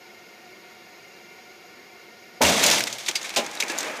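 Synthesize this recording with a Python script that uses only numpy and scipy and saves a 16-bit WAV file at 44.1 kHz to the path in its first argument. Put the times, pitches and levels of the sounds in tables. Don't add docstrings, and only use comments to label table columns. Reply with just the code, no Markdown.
import sys
import numpy as np
from scipy import signal
from scipy.fft import rfft, irfft
from scipy.io import wavfile

SR = 44100
rng = np.random.default_rng(int(sys.argv[2]) if len(sys.argv) > 2 else 0)


def boost(x):
    u = np.asarray(x, float) / 20
    return 10 ** u


def master_out(mix):
    frames = np.transpose(np.atleast_2d(mix))
    ceiling = np.clip(frames, -1, 1)
    pcm = np.round(ceiling * 32767).astype(np.int16)
    wavfile.write(sys.argv[1], SR, pcm)


N = 176400

# pitch in Hz, width in Hz, level in dB.
DRONE_TONES = [(225, 28, -12), (347, 23, 3.5), (378.5, 38, 0.5), (477, 48, -7.5), (577, 33, -11),
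               (731.5, 34, 2), (938, 32, -6), (1082, 41, -14.5), (1192, 32, -11.5), (1425, 78, -5),
               (1725, 26, -6), (1855, 30, -2), (1990, 26, -10.5), (2120, 51, 1)]
# pitch in Hz, width in Hz, level in dB.
DRONE_HIGH_TONES = [(2270, 35, -5.5), (2330, 23, -3), (2494, 36, -7.5), (2776, 66, -7.5), (4050, 32, -12),
                    (4310, 41, -12.5), (4760, 130, -14.5), (5170, 98, -14), (5850, 67, -20),
                    (6510, 66, -13.5), (6770, 165, -19.5)]
# frequency in Hz, level in dB per Hz.
HISS_COLOUR = [(50, -9), (85, 2.5), (130, 2), (210, 7.5), (1000, -8.5), (3500, -13.5), (6900, -18.5),
               (7200, -31.5)]
# pitch in Hz, width in Hz, depth from 0 to 1.
CABIN_NULLS = [(281, 46, 0.9), (640, 19, 0.2), (830, 65, 1), (980, 36, .7), (1148, 42, 0.8), (1250, 55, .8),
               (1600, 150, 0.47), (1780, 36, .7), (1900, 53, 1), (2040, 57, .8), (2230, 19, 0.7),
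               (2446, 73, .85), (5350, 60, .8), (6430, 70, 0.8)]
# time in seconds, level in dB.
BOOM_LEVEL = [
    (2.404, -58),
    (2.408, -24),
    (2.416, -7),
    (2.445, -10),
    (2.48, -20),
    (2.495, -13),
    (2.53, -22),
    (2.72, -25),
    (2.97, -43),
]
# pitch in Hz, width in Hz, level in dB.
CABIN_TONES = [(121, 22, -1), (193, 47, 1), (294, 91, -1), (465, 47, -2.5), (562, 47, -2.5), (695, 65, -4),
               (895, 120, -8)]
# start in
# seconds, peak in dB, pitch in Hz, time to fall 60 dB in seconds.
PANEL_KNOCKS = [(2.4065, -22, 513, 0.24), (2.44, -7, 81.6, 0.28), (2.80, -37, 121, .9),
                (2.839, -11, 5000, 0.0088), (2.4502, -6, 2780, 0.028), (3.0845, -13, 2280, .015),
                (3.089, -20, 5730, 0.012), (3.1535, -33, 4850, 0.021), (3.156, -26, 6600, .025),
                (3.159, -18.5, 2200, 0.043), (3.157, -23, 4800, 0.087), (3.3618, -19, 2533, .06),
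                (3.364, -26, 815, 0.41), (3.365, -23, 403, 0.2), (3.366, -26, 1020, 0.19),
                (3.368, -22.5, 673, 0.19), (3.385, -16, 590, 0.068), (3.386, -25, 225, 0.25),
                (3.602, -24, 6000, .02), (3.696, -25.5, 1700, 0.1), (3.698, -23, 337, 0.12),
                (3.7, -28, 2675, 0.076), (3.867, -21, 477, 0.039), (3.882, -25, 615, 0.12),
                (3.5752, -21, 3900, .012), (3.605, -23, 3820, 0.058), (3.6249, -8, 2240, 0.014),
                (3.632, -10, 2490, 0.0082), (3.7862, -4, 6670, 0.0066), (3.836, -29, 3670, .02)]
# time in seconds, level in dB.
SHOWER_LEVEL = [(2.4145, -50), (2.4165, -12), (2.455, -16), (2.49, -16.5), (2.605, -23.5), (2.643, -13.5),
                (2.659, -19.5), (2.68, -18.5), (2.707, -22.5), (2.716, -16.5), (2.74, -19), (2.775, -21.5),
                (2.82, -30.5), (2.97, -40), (3.5, -40.5), (3.66, -42), (3.78, -37), (4.0, -42)]
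# frequency in Hz, level in dB per Hz.
GRIT_COLOUR = [(150, 1), (300, -24), (600, 6), (1100, -2.5), (2200, 0), (6000, -8), (8500, -12.5),
               (15500, -22.5)]
# pitch in Hz, width in Hz, level in dB.
SHELL_TONES = [(2250, 350, -10), (3640, 940, -3.5), (4800, 1000, -11), (6320, 2000, 2.5)]
# start in seconds, peak in dB, lowest frequency in Hz.
BRITTLE_SNAPS = [(2.4262, -4, 3000), (2.4975, -8, 3000), (2.6358, -5, 3000), (2.6637, -2, 5000),
                 (2.676, -8, 4000), (2.700, -4, 2500), (2.7445, -5, 2000), (2.8605, -22, 5000),
                 (2.984, -18, 1500), (3.719, -20, 8000), (3.9144, -22, 9000), (3.552, -20, 5000),
                 (3.2935, -19, 2000), (3.349, -24, 5000), (2.7835, -5, 2500), (2.794, -8, 2500),
                 (2.806, -10, 1800), (2.8378, -6, 2600), (2.9645, -28, 1800), (3.602, -13, 4500),
                 (3.6243, -18, 1800), (3.7862, -9, 4500)]
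# start in seconds, peak in dB, ring in Hz, time to fall 60 dB in seconds.
EARLY_STONES = [(2.496, -20, 2200, 0.11), (2.6378, 9.5, 3080, 0.024), (2.6626, 7.5, 7440, 0.038),
                (2.6999, 5.5, 5740, 0.019), (2.7122, 4, 5700, 0.036), (2.745, -9, 2120, 0.037),
                (2.8058, -3.5, 2190, 0.022), (2.8705, -12, 2250, 0.038), (2.8747, -16, 2270, 0.06),
                (2.922, -25, 5000, 0.055), (2.9265, -14.5, 5970, 0.076), (2.9849, -24, 3270, 0.23),
                (3.0618, -18, 3800, 0.13), (3.0805, -19, 3300, 0.079), (3.0845, -10, 2580, 0.054),
                (3.087, -13, 5400, 0.042), (3.1114, -16, 3120, 0.027), (3.153, -14, 5000, 0.044),
                (3.1555, -9.5, 4640, 0.086), (3.1954, -30, 5450, 0.031), (3.2141, -20.5, 2450, 0.036),
                (3.2284, -18, 6600, 0.043), (3.2431, -20.5, 2280, 0.2), (3.2918, -19.5, 3570, 0.026),
                (3.3025, -20, 2470, 0.04), (3.3393, -22, 2690, 0.044), (3.3484, -25, 2540, 0.029)]
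# start in seconds, peak in dB, ring in Hz, time to fall 60 dB in seconds.
LAST_STONES = [(3.3612, -8, 2750, 0.15), (3.3708, -8.5, 4050, 0.068), (3.3856, -21, 3860, 0.04),
               (3.392, -29, 2270, 0.13), (3.4638, -14, 2050, 0.022), (3.5713, -19, 2170, 0.019),
               (3.6011, -9.5, 2740, 0.056), (3.6025, -10.5, 6000, 0.056), (3.6805, -18.5, 6130, 0.14),
               (3.698, -16, 2680, 0.07), (3.7794, -9, 7200, 0.018), (3.788, -15.5, 6500, 0.1)]
# start in seconds, peak in dB, ring in Hz, time to fall 60 dB in seconds.
BRIGHT_CHIPS = [
    (3.5126, -16, 7700, 0.018),
    (3.552, -16.5, 7630, 0.014),
    (3.6234, -14, 7500, 0.026),
    (3.6357, -14, 8970, 0.03),
    (3.719, -18, 8520, 0.016),
    (3.8055, -12.5, 7700, 0.041),
    (3.8297, -10, 8300, 0.015),
    (3.9144, -27, 7510, 0.033),
    (3.9744, -20, 9510, 0.015),
]
# time in seconds, level in dB.
RUMBLE_LEVEL = [
    (2.6, -35),
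    (2.85, -59),
    (3.2, -45),
    (3.55, -42.5),
    (3.72, -35),
    (3.87, -35),
    (4.0, -38.5),
]
# start in seconds, level in dB, time to fall 60 dB in seconds.
HEAVY_THUDS = [
    (3.086, -23.5, 0.074),
    (3.363, -20, 0.11),
    (3.385, -30.5, 0.51),
    (3.465, -35, 0.048),
    (3.628, -27, 0.1),
    (3.695, -22.5, 0.036),
    (3.868, -34, 0.16),
]
# pitch in Hz, width in Hz, level in dB.
PANEL_TONES = [(162, 87, 4), (292, 193, 3), (532, 69, 3.5), (626, 62, -1), (863, 205, -3.5),
               (1240, 270, -8), (1606, 200, -5), (2340, 540, -9)]
# frequency in Hz, level in dB per Hz.
MIC_NOISE_COLOUR = [(100, -28), (7000, -21), (9500, -3), (12800, 10), (15400, -11)]

RISE_S = 0.0004


def noise(count=N):
    return rng.standard_normal(count)


def rms_one(x):
    return x / np.sqrt(np.mean(x ** 2) + 1e-20)


def in_time(rows):
    seconds, db = np.transpose(rows)
    return boost(np.interp(np.arange(N) / SR, seconds, db, left=-120))


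def at_hz(points, hz):
    curve_hz, db = np.transpose(points)
    return np.interp(np.log(hz), np.log(curve_hz), db)


def coloured(x, points):
    hz = np.arange(len(x) // 2 + 1) * SR / len(x) + 1
    return irfft(rfft(x) * boost(at_hz(points, hz)), len(x))


def drift(rate_hz):
    r = np.exp(-2 * np.pi * rate_hz / SR)
    slow = signal.lfilter([1], [1, -2 * r, r * r], noise(N + SR))[SR:]
    return rms_one(slow - slow.mean())


def high_pass(x, hz, order=2):
    return signal.sosfilt(signal.butter(order, hz, "high", fs=SR, output="sos"), x)


def resonance(x, hz, width_hz):
    r = np.exp(-np.pi * width_hz / SR)
    top = (1 - r * r) / 2
    return signal.lfilter([top, 0, -top], [1, -2 * r * np.cos(2 * np.pi * hz / SR), r * r], x + 1e-18)


def body(x, tones):
    return sum((-1) ** k * boost(db) * resonance(x, hz, width) for k, (hz, width, db) in enumerate(tones))


def shell(x):
    return rms_one(x + sum(boost(db) * resonance(x, hz, width) for hz, width, db in SHELL_TONES))


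def strike(start_s, db, t60_s, rise_s=RISE_S):
    t = np.arange(SR // 4) / SR
    fall = boost(db - 60 * t / max(t60_s, 0.004))
    return int(start_s * SR), fall * (1 - np.exp(-t / rise_s))


def reflected(x):
    t = np.arange(SR // 8) / SR
    echo = high_pass(noise(len(t)), 2950) * boost(-60 * t / 0.12)
    echo = boost(-2) * echo / np.sqrt(np.sum(echo ** 2))
    return x + signal.fftconvolve(x, echo)[:N]


def pump():
    tones = list(DRONE_TONES) + list(DRONE_HIGH_TONES)
    drone = sum(boost(db) * resonance(noise(), hz, width) for hz, width, db in tones)
    flicker_db = 0.6 * drift(29)
    hiss = rms_one(reflected(coloured(noise(), HISS_COLOUR)))
    air = rms_one(drone) * boost(-46 + flicker_db) + boost(-48.5) * hiss
    for hz, width, depth in CABIN_NULLS:
        air = air - depth * resonance(air, hz, width)
    return air


def boom():
    before_end = np.arange(N) < BOOM_LEVEL[-1][0] * SR
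    return in_time(BOOM_LEVEL) * before_end * rms_one(body(noise(), CABIN_TONES))


def knocks():
    out = np.zeros(N + SR)
    for start_s, db, hz, t60_s in PANEL_KNOCKS:
        i, shape = strike(start_s, db, t60_s)
        t = np.arange(len(shape)) / SR
        out[i:i + len(shape)] += shape * np.sin(2 * np.pi * hz * t)
    return out[:N]


def shower():
    grains_per_s, spread_db, ring_cycles = 3000, 2.6, 6
    sizes = boost(spread_db * np.minimum(rng.exponential(1, N), 5)) * rng.choice([-1, 1], N)
    clump = boost(1.4 * drift(28))
    hits = sizes * (rng.random(N) < grains_per_s * clump / SR)
    place = rng.integers(0, 24, N)
    rings = np.zeros(N)
    for k, hz in enumerate(np.geomspace(300, 14500, 24)):
        ring = rms_one(resonance(hits * (place == k), hz, hz / ring_cycles))
        rings += boost(at_hz(GRIT_COLOUR, hz)) * np.sqrt(hz) * ring
    dust = rms_one(coloured(noise(), GRIT_COLOUR))
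    return in_time(SHOWER_LEVEL) * clump * shell(rms_one(rings) + boost(3) * dust)


def snaps():
    out = np.zeros(N + SR)
    dull = signal.butter(1, 5000, fs=SR)
    for start_s, db, lowest_hz in BRITTLE_SNAPS:
        i, shape = strike(start_s, db, 0.011)
        crack = signal.lfilter(*dull, noise(len(shape)))
        out[i:i + len(shape)] += high_pass(shape * crack, lowest_hz)
    return out[:N]


def stones():
    level_db, tick_db, tick_t60_s, swell_s = -9.5, 5, 0.0024, 0.00098
    out = np.zeros(N + SR)
    crack = shell(coloured(noise(N + SR), GRIT_COLOUR))
    for start_s, db, hz, t60_s in list(EARLY_STONES) + list(LAST_STONES) + list(BRIGHT_CHIPS):
        i, shape = strike(start_s, db + level_db, t60_s, swell_s)
        _, tick = strike(start_s, db + level_db + tick_db, tick_t60_s)
        burst = high_pass((shape + tick) * crack[i:i + len(shape)], 0.57 * hz)
        out[i:i + len(shape)] += burst + boost(-2) * resonance(burst, hz, 400)
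    return out[:N]


def rumble_and_thuds():
    push = np.zeros(N + SR)
    for start_s, db, t60_s in HEAVY_THUDS:
        i, shape = strike(start_s, db, t60_s, 0.0055)
        push[i:i + len(shape)] += shape
    tumbling = in_time(RUMBLE_LEVEL) * boost(5 + 1.1 * drift(45)) * noise()
    shaken = high_pass(tumbling, 675, order=1) + push[:N] * noise()
    return boost(16.5) * high_pass(body(shaken, PANEL_TONES), 148)


def scene():
    cabin = None
    air = pump()
    shaken = boom() + rumble_and_thuds()
    debris = shower() + stones() + knocks() + snaps()
    return (air + shaken + debris)[None]


def band_limit(x):
    return signal.sosfilt(signal.butter(12, 16830, fs=SR, output="sos"), x)


def record(dry):
    overload = 0.28
    flat = dry / (1 + (np.abs(dry) / overload) ** 6) ** (1 / 6)
    hiss = boost(-67.5) * rms_one(coloured(noise(), MIC_NOISE_COLOUR))
    thin = high_pass(flat, 460, order=1) + hiss
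    top_cut = signal.ellip(12, 0.5, 38, 15450, fs=SR, output="sos")
    return band_limit(signal.sosfilt(top_cut, thin))


dry = scene()
out = record(dry)
master_out(out)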